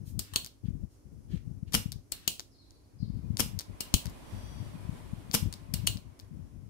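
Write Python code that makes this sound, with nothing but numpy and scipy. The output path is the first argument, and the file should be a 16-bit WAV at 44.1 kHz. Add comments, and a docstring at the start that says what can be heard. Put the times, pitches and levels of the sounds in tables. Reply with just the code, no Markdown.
"""Desoldering in a small workshop, close to a phone. From the start a draught buffets the left microphone
port over the room's hum, flux sizzles faintly, and a solder sucker is pushed down until it latches. Metal
parts tick; the released spring drives the piston into its stop, and the tool is cocked again. A bird calls
outside, then comes a second shot and a third cocking. A vehicle passes with a faint squeal of brakes,
and as it fades the sucker fires a third time and is latched once more."""
import sys
import numpy as np
from scipy import signal
from scipy.fft import rfft, irfft, next_fast_len
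from scipy.io import wavfile
from scipy.ndimage import uniform_filter1d

SR = 44100
rng = np.random.default_rng(int(sys.argv[2]) if len(sys.argv) > 2 else 0)


def transcribe(signal):
    """Save signal, clipped to [-1, 1], as a 16-bit WAV file at the path in sys.argv[1]."""
    frames = np.atleast_2d(signal).T
    limited = np.clip(frames, -1, 1)
    pcm = np.round(limited * 32767).astype(np.int16)
    wavfile.write(sys.argv[1], SR, pcm)


N = 295029
T = np.arange(N) / SR

# Spectra of the steady noises. Each row: frequency in Hz, relative level in dB.
ROOM_SPECTRUM = [(25, -13), (50, 7), (100, 5.5), (180, -8), (290, -1.5), (450, -10), (1000, -20.5),
                 (1800, -25.5), (3800, -31.5), (5600, -23), (8000, -28.5), (10000, -25), (15000, -36)]
ROAD_SPECTRUM = [(60, 16.5), (110, 9.5), (280, 10), (470, 0), (610, 1.5), (740, 0), (1000, -1),
                 (1400, -6.5), (2000, -7), (2330, -12), (3000, -9.5), (6500, -18.5), (9800, -14.5),
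                 (15000, -25)]
DRAUGHT_SPECTRUM = [(20, -32.5), (35, -14), (55, 2.5), (78, -2.5), (105, -1.5), (190, -12), (280, -17.5),
                    (420, -30), (800, -47.5), (2000, -63.5)]
# Tones of mains and fan, engine and gears, and brakes. Each row: frequency in Hz, relative level in dB.
HUM_TONES = [(100.5, -69), (269, -76), (301, -79)]
ENGINE_TONES = [(608, -17), (1000, -15), (2330, -19)]
BRAKE_TONES = [(3338, -66), (4700, -69), (4759, -66), (5814, -63.5), (9432, -75), (11370, -79)]
# Bird calls. Each row: start and length in seconds, first and last frequency in Hz, level in dB.
BIRD_CALLS = [(2.49, 0.094, 5870, 3850, -64.5), (2.556, 0.11, 4730, 3720, -63),
              (2.698, 0.12, 4560, 4430, -69.5), (2.972, 0.1, 5500, 3750, -59.5)]
# Gusts at the port. Each row: start in seconds, length in seconds, relative level in dB.
GUSTS = [(0, 0.067, -43.5), (0.068, 0.14, -41.5), (0.319, 0.13, -53), (0.629, 0.21, -42),
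         (1.046, 0.39, -50.5), (1.296, 0.075, -37), (1.444, 0.14, -43), (1.607, 0.38, -45),
         (2.102, 0.39, -74), (2.269, 0.02, -47), (2.931, 0.12, -58.5), (2.999, .58, -41.5),
         (3.681, 0.056, -44), (3.936, 0.022, -31), (4.05, 0.049, -39), (4.32, 0.057, -42.5),
         (4.402, 1.72, -53), (4.548, 0.39, -44), (5.242, 0.18, -46), (5.41, 0.094, -37.5),
         (5.679, 0.28, -40), (6.215, 1.04, -50.5), (6.33, 0.079, -41)]
# The strongest eddies, and air from the nozzle hitting the port. Each row: time in seconds, level in dB.
STRONG_EDDIES = [(.656, -23.5), (0.687, -17.5), (1.344, -16), (1.479, -24), (1.631, -21.5), (1.861, -18),
                 (3.03, -16), (3.103, -19), (3.306, -16), (4.894, -18.5), (5.135, -20), (5.429, -19.5),
                 (5.741, -17), (5.959, -20.5)]
NOZZLE_PUFF = [(3.9402, -17)]
# Flux boiling at the tip. Each row: start and length in seconds, relative level in dB, band frequency in Hz.
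SIZZLES = [(0.034, 0.098, -42, 12030), (0.637, 0.055, -51, 3180), (0.872, 0.11, -57.5, 9250),
           (1.27, 0.13, -47, 2980), (1.29, .1, -72, 10900), (1.656, 0.052, -53.5, 3280)]
# Light contacts of trigger, thumb, nozzle and iron, and hollow knocks of the plastic grip.
# Each row: time in seconds, relative level in dB.
TICKS = [(0.3574, -31), (0.4468, -30), (0.4624, -29), (1.723, -32), (1.7348, -26.5), (1.9201, -27),
         (2.3962, -26), (2.708, -49.5), (3.3708, -25.5), (3.5906, -21.5), (3.608, -29), (4.057, -28),
         (4.0978, -43), (5.3135, -32), (5.527, -25), (5.8689, -22), (5.972, -38), (6.1932, -43),
         (6.199, -40)]
GRIP_KNOCKS = [(.3365, -36.5), (1.7245, -45.5)]
# Blows on the sucker: the thumb starts the plunger, the catch takes it, the piston hits its stop.
# Each row: time in seconds, relative level in dB, offsets in dB for the spring and for the barrel.
PUSHES = [(.194, -20, -9.5, -14), (2.1218, -21, -6, 4), (3.808, -20, 2.5, -1), (5.7402, -19, -3, -0.5)]
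LATCHES = [(0.36, -16, -16, 7.5), (2.278, -14.5, -2, -8), (3.941, -12.5, -8, -4), (5.8725, -15, 3, 3.5)]
SHOTS = [(1.7424, -17.5, 0.5, -2), (3.3967, -19, -2.5, -6), (5.3418, -17.5, -3.5, -3.5)]
# Spectra of the contacts. Each row: frequency in Hz, relative level in dB.
TICK_SPECTRUM = [(200, -12.5), (1000, -14), (2700, -17), (3600, -6), (4800, -2.5), (7000, -8.5),
                 (11000, -11.5), (15000, -14.5)]
GRIP_SPECTRUM = [(300, -20), (750, -10), (1050, 5.5), (1400, -7.5), (1850, -4.5), (2500, -10),
                 (4000, -10.5), (12000, -10)]
PUSH_SPECTRUM = [(200, 9), (600, -8.5), (1800, -14), (3000, -6.5), (4900, 5), (6300, -1.5), (8500, 3.5),
                 (10300, -1), (11800, 0.5), (15000, -1)]
LATCH_SPECTRUM = [(200, -0.5), (700, -13), (1600, -30.5), (2450, -8.5), (3200, 1.5), (3500, -7.5),
                  (4200, 0.5), (5200, -4.5), (8200, -2), (10500, -6.5), (12700, -8.5), (15000, -4.5)]
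SHOT_SPECTRUM = [(200, 0), (700, -9), (1800, -15.5), (2400, -6.5), (2870, -7), (3200, 0.5), (3900, -8),
                 (5200, 1.5), (6800, -4), (8200, -1.5), (10000, -3.5), (11800, -1), (15000, -8)]
# Modes of the puff's thud, the barrel, the spring and the body that the recoil shakes.
# Each row: frequency in Hz, relative level in dB, time to decay by 60 dB in seconds.
THUD_MODES = [(161, 13, 0.015), (66, -4.5, 0.064)]
BARREL_MODES = [(3930, -35, .06), (4365, -20.5, .018), (4450, -23, .014), (4900, -33, .02),
                (8200, -36.5, 0.068)]
SPRING_MODES = [(2870, -33, .07), (3070, -32, .045)]
BODY_MODES = [(150, -27, 0.037), (216, -20.5, 0.12), (468.6, -33.5, 0.13)]


def undb(db):
    """Amplitude ratio of a level in decibels."""
    return 10 ** (np.asarray(db) / 20)


def unit(x):
    """Normalisation to an rms of 1."""
    return x / np.sqrt(np.mean(x ** 2))


def add(out, s, sound):
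    """Superposition: a sound joins the mix at s seconds."""
    i = max(int(s * SR), 0)
    out[i:i + len(sound)] += sound[:N - i]


def impulses(rows):
    """Ideal impacts: one impulse for each row of time and level."""
    out = np.zeros(N)
    for s, db, *_ in rows:
        add(out, s, undb([db]))
    return out


def ring(x, response):
    """Convolution: a linear system answers x through its impulse response."""
    return signal.fftconvolve(x, response)[:N]


def cut(x, hz, kind, order=2):
    """Butterworth filtering, maximally flat in the passband."""
    sections = signal.butter(order, np.minimum(hz, SR / 2 - 1), kind, fs=SR, output="sos")
    return signal.sosfilt(sections, x)


def gains(spectrum, size):
    """Gains on the bins of a transform, by interpolation of level over log frequency."""
    hz, db = np.transpose(spectrum)
    return undb(np.interp(np.log(np.fft.rfftfreq(size, 1 / SR) + 1), np.log(hz), db))


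def noise(spectrum):
    """Spectral shaping of white noise, at an rms of 1."""
    size = next_fast_len(N, True)
    return unit(irfft(rfft(rng.standard_normal(size)) * gains(spectrum, size))[:N])


def colour(spectrum, size=1024):
    """Minimum-phase response of unit energy, by folding the cepstrum onto positive time."""
    cepstrum = irfft(np.log(gains(spectrum, size)))
    cepstrum[1:size // 2] *= 2
    cepstrum[size // 2 + 1:] = 0
    response = irfft(np.exp(rfft(cepstrum)))
    return response / np.linalg.norm(response)


def drift(per_s):
    """Random modulation of rms 1: straight ramps join per_s values a second."""
    step = int(SR / per_s)
    held = np.repeat(rng.standard_normal(N // step + 1), step)
    return unit(uniform_filter1d(held, step)[:N])


def tones(rows, waver):
    """Frequency modulation: each sinusoid wanders by the rms fraction waver."""
    return sum(undb(db) * np.sin(2 * np.pi * np.cumsum(hz * (1 + waver * drift(150))) / SR)
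               for hz, db in rows)


def modes(rows):
    """Free vibration as a sum of exponentially damped sinusoids."""
    t = T[:SR // 2]
    return sum(undb(db - 60 * t / t60) * np.sin(2 * np.pi * hz * t) for hz, db, t60 in rows)


def contacts(rows, chatter_s, swell_s, swell_db):
    """Exponential envelopes: a brief noise swells into each click, and chatter decays after it."""
    out, t = np.zeros(N), T[:SR // 20]
    for s, db, *_ in rows:
        chatter, swell = rng.choice([-1., 1.], (2, len(t))) * np.exp(-t / np.array([[chatter_s], [swell_s]]))
        add(out, s, undb(db) * chatter / np.linalg.norm(chatter))
        add(out, s - len(t) / SR, undb(db + swell_db) * swell[::-1] / np.linalg.norm(swell))
    return out


def reverberation(x, t60, treble_t60, crossover_hz=2500):
    """Diffuse field: each port receives different reflections, and the treble decays sooner."""
    t, out = T[:SR], []
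    for hiss in rng.standard_normal((2, SR)):
        bass = cut(hiss, crossover_hz, "low") * undb(-60 * t / t60)
        treble = cut(hiss, crossover_hz, "high") * undb(-60 * t / treble_t60)
        tail = (bass - treble) * (1 - np.exp(-t / .0008))
        tail *= 1 + 3.1 * np.exp(-t / 0.0035)  # strong early reflections
        out.append(ring(x, tail / np.linalg.norm(tail)))
    return np.array(out)


def near(x, db, right_db, room_db, radiated=None, lag_samples=19):
    """Direct sound reaches the left port first and louder; what radiates all round excites the room."""
    direct = np.array([x, undb(right_db) * np.roll(x, lag_samples)])
    room = reverberation(x if radiated is None else radiated, t60=0.32, treble_t60=0.24)
    return undb(db) * (direct + undb(room_db) * room * undb([[-.8], [.8]]))


def room_tone():
    """Noise floor: broadband hiss and the building's murmur, with tones of mains and fan."""
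    murmur = undb(-65) * cut(noise(ROOM_SPECTRUM), 700, "low")
    hum = tones(HUM_TONES, waver=0.01) * undb(2.8 * drift(8))
    hiss = undb(-62.5) * np.array([noise(ROOM_SPECTRUM) for _ in range(2)])
    return (hiss + murmur) * undb(0.78 * drift(14)) + hum


def vehicle(closest_s=4.476, approach_s=1.0, leave_s=1.48):
    """A passing source: tyres and engine are louder and brighter when close; the brakes squeal faintly."""
    away = (T - closest_s) / np.where(T < closest_s, approach_s, leave_s)
    passing, far_traffic = undb(-48.5) * np.exp(-away ** 2), undb(-77)
    db = 20 * np.log10(np.hypot(passing, far_traffic))
    tyres = np.array([noise(ROAD_SPECTRUM) * undb(1.3 * drift(14)) for _ in range(2)])
    engine = tones(ENGINE_TONES, waver=0.053) * undb(1.8 * drift(3.2))
    rolling = tyres + reverberation(engine, t60=0.24, treble_t60=0.16)
    bass = cut(rolling, 2200, "low", order=1)
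    treble = (rolling - bass) * undb(0.2 * (db - db.max()))
    road = (bass + treble) * undb(db + np.array([[-.7], [.7]]))
    squeal = tones(BRAKE_TONES, waver=0.013) * np.exp(-((T - 4.48) / 0.21) ** 2)
    return road + reverberation(squeal, t60=0.28, treble_t60=0.17)


def bird():
    """Falling frequency sweeps, rougher when wider, smeared by reflection from the house fronts."""
    out = np.zeros(N)
    for s, length, start_hz, end_hz, db in BIRD_CALLS:
        size = int(length * SR)
        roughness_hz = .17 * (start_hz - end_hz) * drift(1500)[:size]
        hz = np.geomspace(start_hz, end_hz, size) + roughness_hz
        add(out, s, undb(db) * np.sqrt(np.hanning(size)) * np.sin(2 * np.pi * np.cumsum(hz) / SR))
    return reverberation(out, t60=1.0, treble_t60=0.81)


def gusts(attack_s=0.0086, release_s=0.017, sag_db=3, flutter_db=3):
    """Envelope of an unsteady flow: gusts rise, sag and die away, adding in power."""
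    power = np.zeros(N)
    for s, length, db in GUSTS:
        rise = np.clip((T - s) / attack_s, 0, 1)
        sag = undb(-sag_db * np.clip((T - s) / length, 0, 1))
        release = np.exp(-np.clip((T - s - length) / release_s, 0, 20))
        power += (undb(db) * rise * sag * release) ** 2
    return np.sqrt(power) * undb(flutter_db * drift(35))


def draught(eddies_per_s=28, eddy_width_s=0.00169):
    """Turbulent pressure and a puff from the nozzle strike the left port; the right is sheltered."""
    strength = gusts()
    radius_squared = ((T[:SR // 25] - 1 / 50) / eddy_width_s) ** 2
    eddy_pulse = (radius_squared - 1) * np.exp(-radius_squared / 2)  # suction between two pushes
    small_eddies = (rng.random(N) < eddies_per_s / SR) * strength * undb(14.5)
    eddies = signal.fftconvolve(impulses(STRONG_EDDIES) + small_eddies, eddy_pulse, "same")
    drone = unit(tones(HUM_TONES[:1], waver=0.021))  # the low hum swells with the gusts
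    thud = ring(impulses(NOZZLE_PUFF), modes(THUD_MODES))
    left = strength * (undb(5.5) * noise(DRAUGHT_SPECTRUM) + drone) + eddies - thud
    right = undb(-10) * strength * noise(DRAUGHT_SPECTRUM)
    return np.array([left, right])


def flux():
    """Boiling: dense tiny bursts merge into band-limited noise that swells and fades."""
    out = np.zeros(N)
    for s, length, db, hz in SIZZLES:
        size = int(length * SR)
        bursts = rng.standard_normal(N) * undb(3.1 * rng.exponential(size=N))
        sizzle = unit(cut(bursts, [hz * 0.5, hz * 1.2], "band", order=1))
        add(out, s, undb(db) * np.hanning(size) * sizzle[:size])
    return near(out, db=-22, right_db=-38, room_db=8)


def ticks(mean_bounce_s=.01, bounce_loss_db=8):
    """Inelastic impact: small metal parts touch and rebound once, more weakly, after an uneven delay."""
    delays = mean_bounce_s * (.5 + rng.random(len(TICKS)))
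    touches = TICKS + [(s + delay, db - bounce_loss_db) for (s, db), delay in zip(TICKS, delays)]
    crack = contacts(touches, chatter_s=0.00014, swell_s=0.0011, swell_db=-16)
    response = colour(TICK_SPECTRUM)
    radiated = ring(impulses(touches), response)
    return near(ring(crack, response), db=16, right_db=-8.5, room_db=-11.5, radiated=radiated)


def plunger():
    """Stick-slip friction: the seal rubs down the barrel from push to catch; the grip knocks in the hand."""
    moving = sum((T > push[0]) & (T < latch[0]) for push, latch in zip(PUSHES, LATCHES))
    slips = rng.standard_normal(N) * undb(1.4 * rng.exponential(size=N))
    rub = unit(cut(slips, [1100, 4500], "band", order=1))
    grip_clicks = contacts(GRIP_KNOCKS, chatter_s=.002, swell_s=0.0013, swell_db=-18.5)
    knock = ring(grip_clicks, colour(GRIP_SPECTRUM))
    return (near(rub * moving, db=-62, right_db=-15.5, room_db=-4.5)
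            + near(knock, db=23.5, right_db=-9, room_db=-1.5))


def struck_sucker(blows, crack, spectrum, db, ring_db, right_db, room_db):
    """Impact excitation: each blow gives a short crack and sets the modes of barrel and spring ringing."""
    response = colour(spectrum)
    spring_jolts = impulses([(s, blow_db + spring_db) for s, blow_db, spring_db, _ in blows])
    barrel_jolts = impulses([(s, blow_db + barrel_db) for s, blow_db, _, barrel_db in blows])
    spring = ring(spring_jolts, modes(SPRING_MODES))
    barrel = undb(ring_db) * ring(barrel_jolts, modes(BARREL_MODES))
    direct = ring(crack, response) + barrel + spring
    radiated = ring(impulses(blows), response) + barrel + spring / 2
    return near(direct, db, right_db, room_db, radiated)


def cocking():
    """Two impacts: the plunger is knocked into motion, then snaps into its catch with a dry knock."""
    push = contacts(PUSHES, chatter_s=0.0023, swell_s=0.001, swell_db=10)
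    latch = contacts(LATCHES, chatter_s=0.0004, swell_s=0.00073, swell_db=-12.5)
    knock = cut(impulses(LATCHES), [300, 2000], "band", order=1)
    return (struck_sucker(PUSHES, push, PUSH_SPECTRUM, db=9.5, ring_db=-9, right_db=-24, room_db=3.5)
            + struck_sucker(LATCHES, latch, LATCH_SPECTRUM, db=22, ring_db=-11.5, right_db=-12.5, room_db=-5.5)
            + near(knock, db=9, right_db=-18, room_db=-24.5))


def firing(slam_delay_s=.007, slam_db=3.5, slam_spring_db=3.5):
    """Stored elastic energy drives the piston into its stop; air rushes in and the recoil thumps."""
    # The piston strikes twice, harder the second time.
    blows = SHOTS + [(s + slam_delay_s, db + slam_db, spring_db + slam_spring_db, barrel_db)
                     for s, db, spring_db, barrel_db in SHOTS]
    crack = contacts(blows, chatter_s=0.0013, swell_s=0.0045, swell_db=-2.5)
    inrush = contacts(blows, chatter_s=0.0015, swell_s=0.00057, swell_db=-5.5)
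    suction = cut(inrush, [520, 1400], "band", order=1)
    thump = ring(impulses(blows), modes(BODY_MODES))
    return (struck_sucker(blows, crack, SHOT_SPECTRUM, db=18.5, ring_db=-13, right_db=-24.5, room_db=-2.5)
            + near(suction, db=24, right_db=-8.5, room_db=-16)
            + near(thump, db=9.5, right_db=0.5, room_db=-5.5))


def scene():
    """Superposition of all sources at the two ports."""
    sucker = cocking() + plunger() + firing()
    return sucker + ticks() + flux() + draught() + bird() + vehicle() + room_tone()


def record(dry, bottom_hz=28, top_hz=15600, ceiling=.9):
    """Band limiting and soft saturation: the phone drops deep bass, rounds the peaks and cuts the top."""
    rounded = ceiling * np.tanh(cut(dry, bottom_hz, "high") / ceiling)
    return signal.sosfilt(signal.ellip(10, .2, 80, top_hz, fs=SR, output="sos"), rounded)


dry = scene()
out = record(dry)
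transcribe(out)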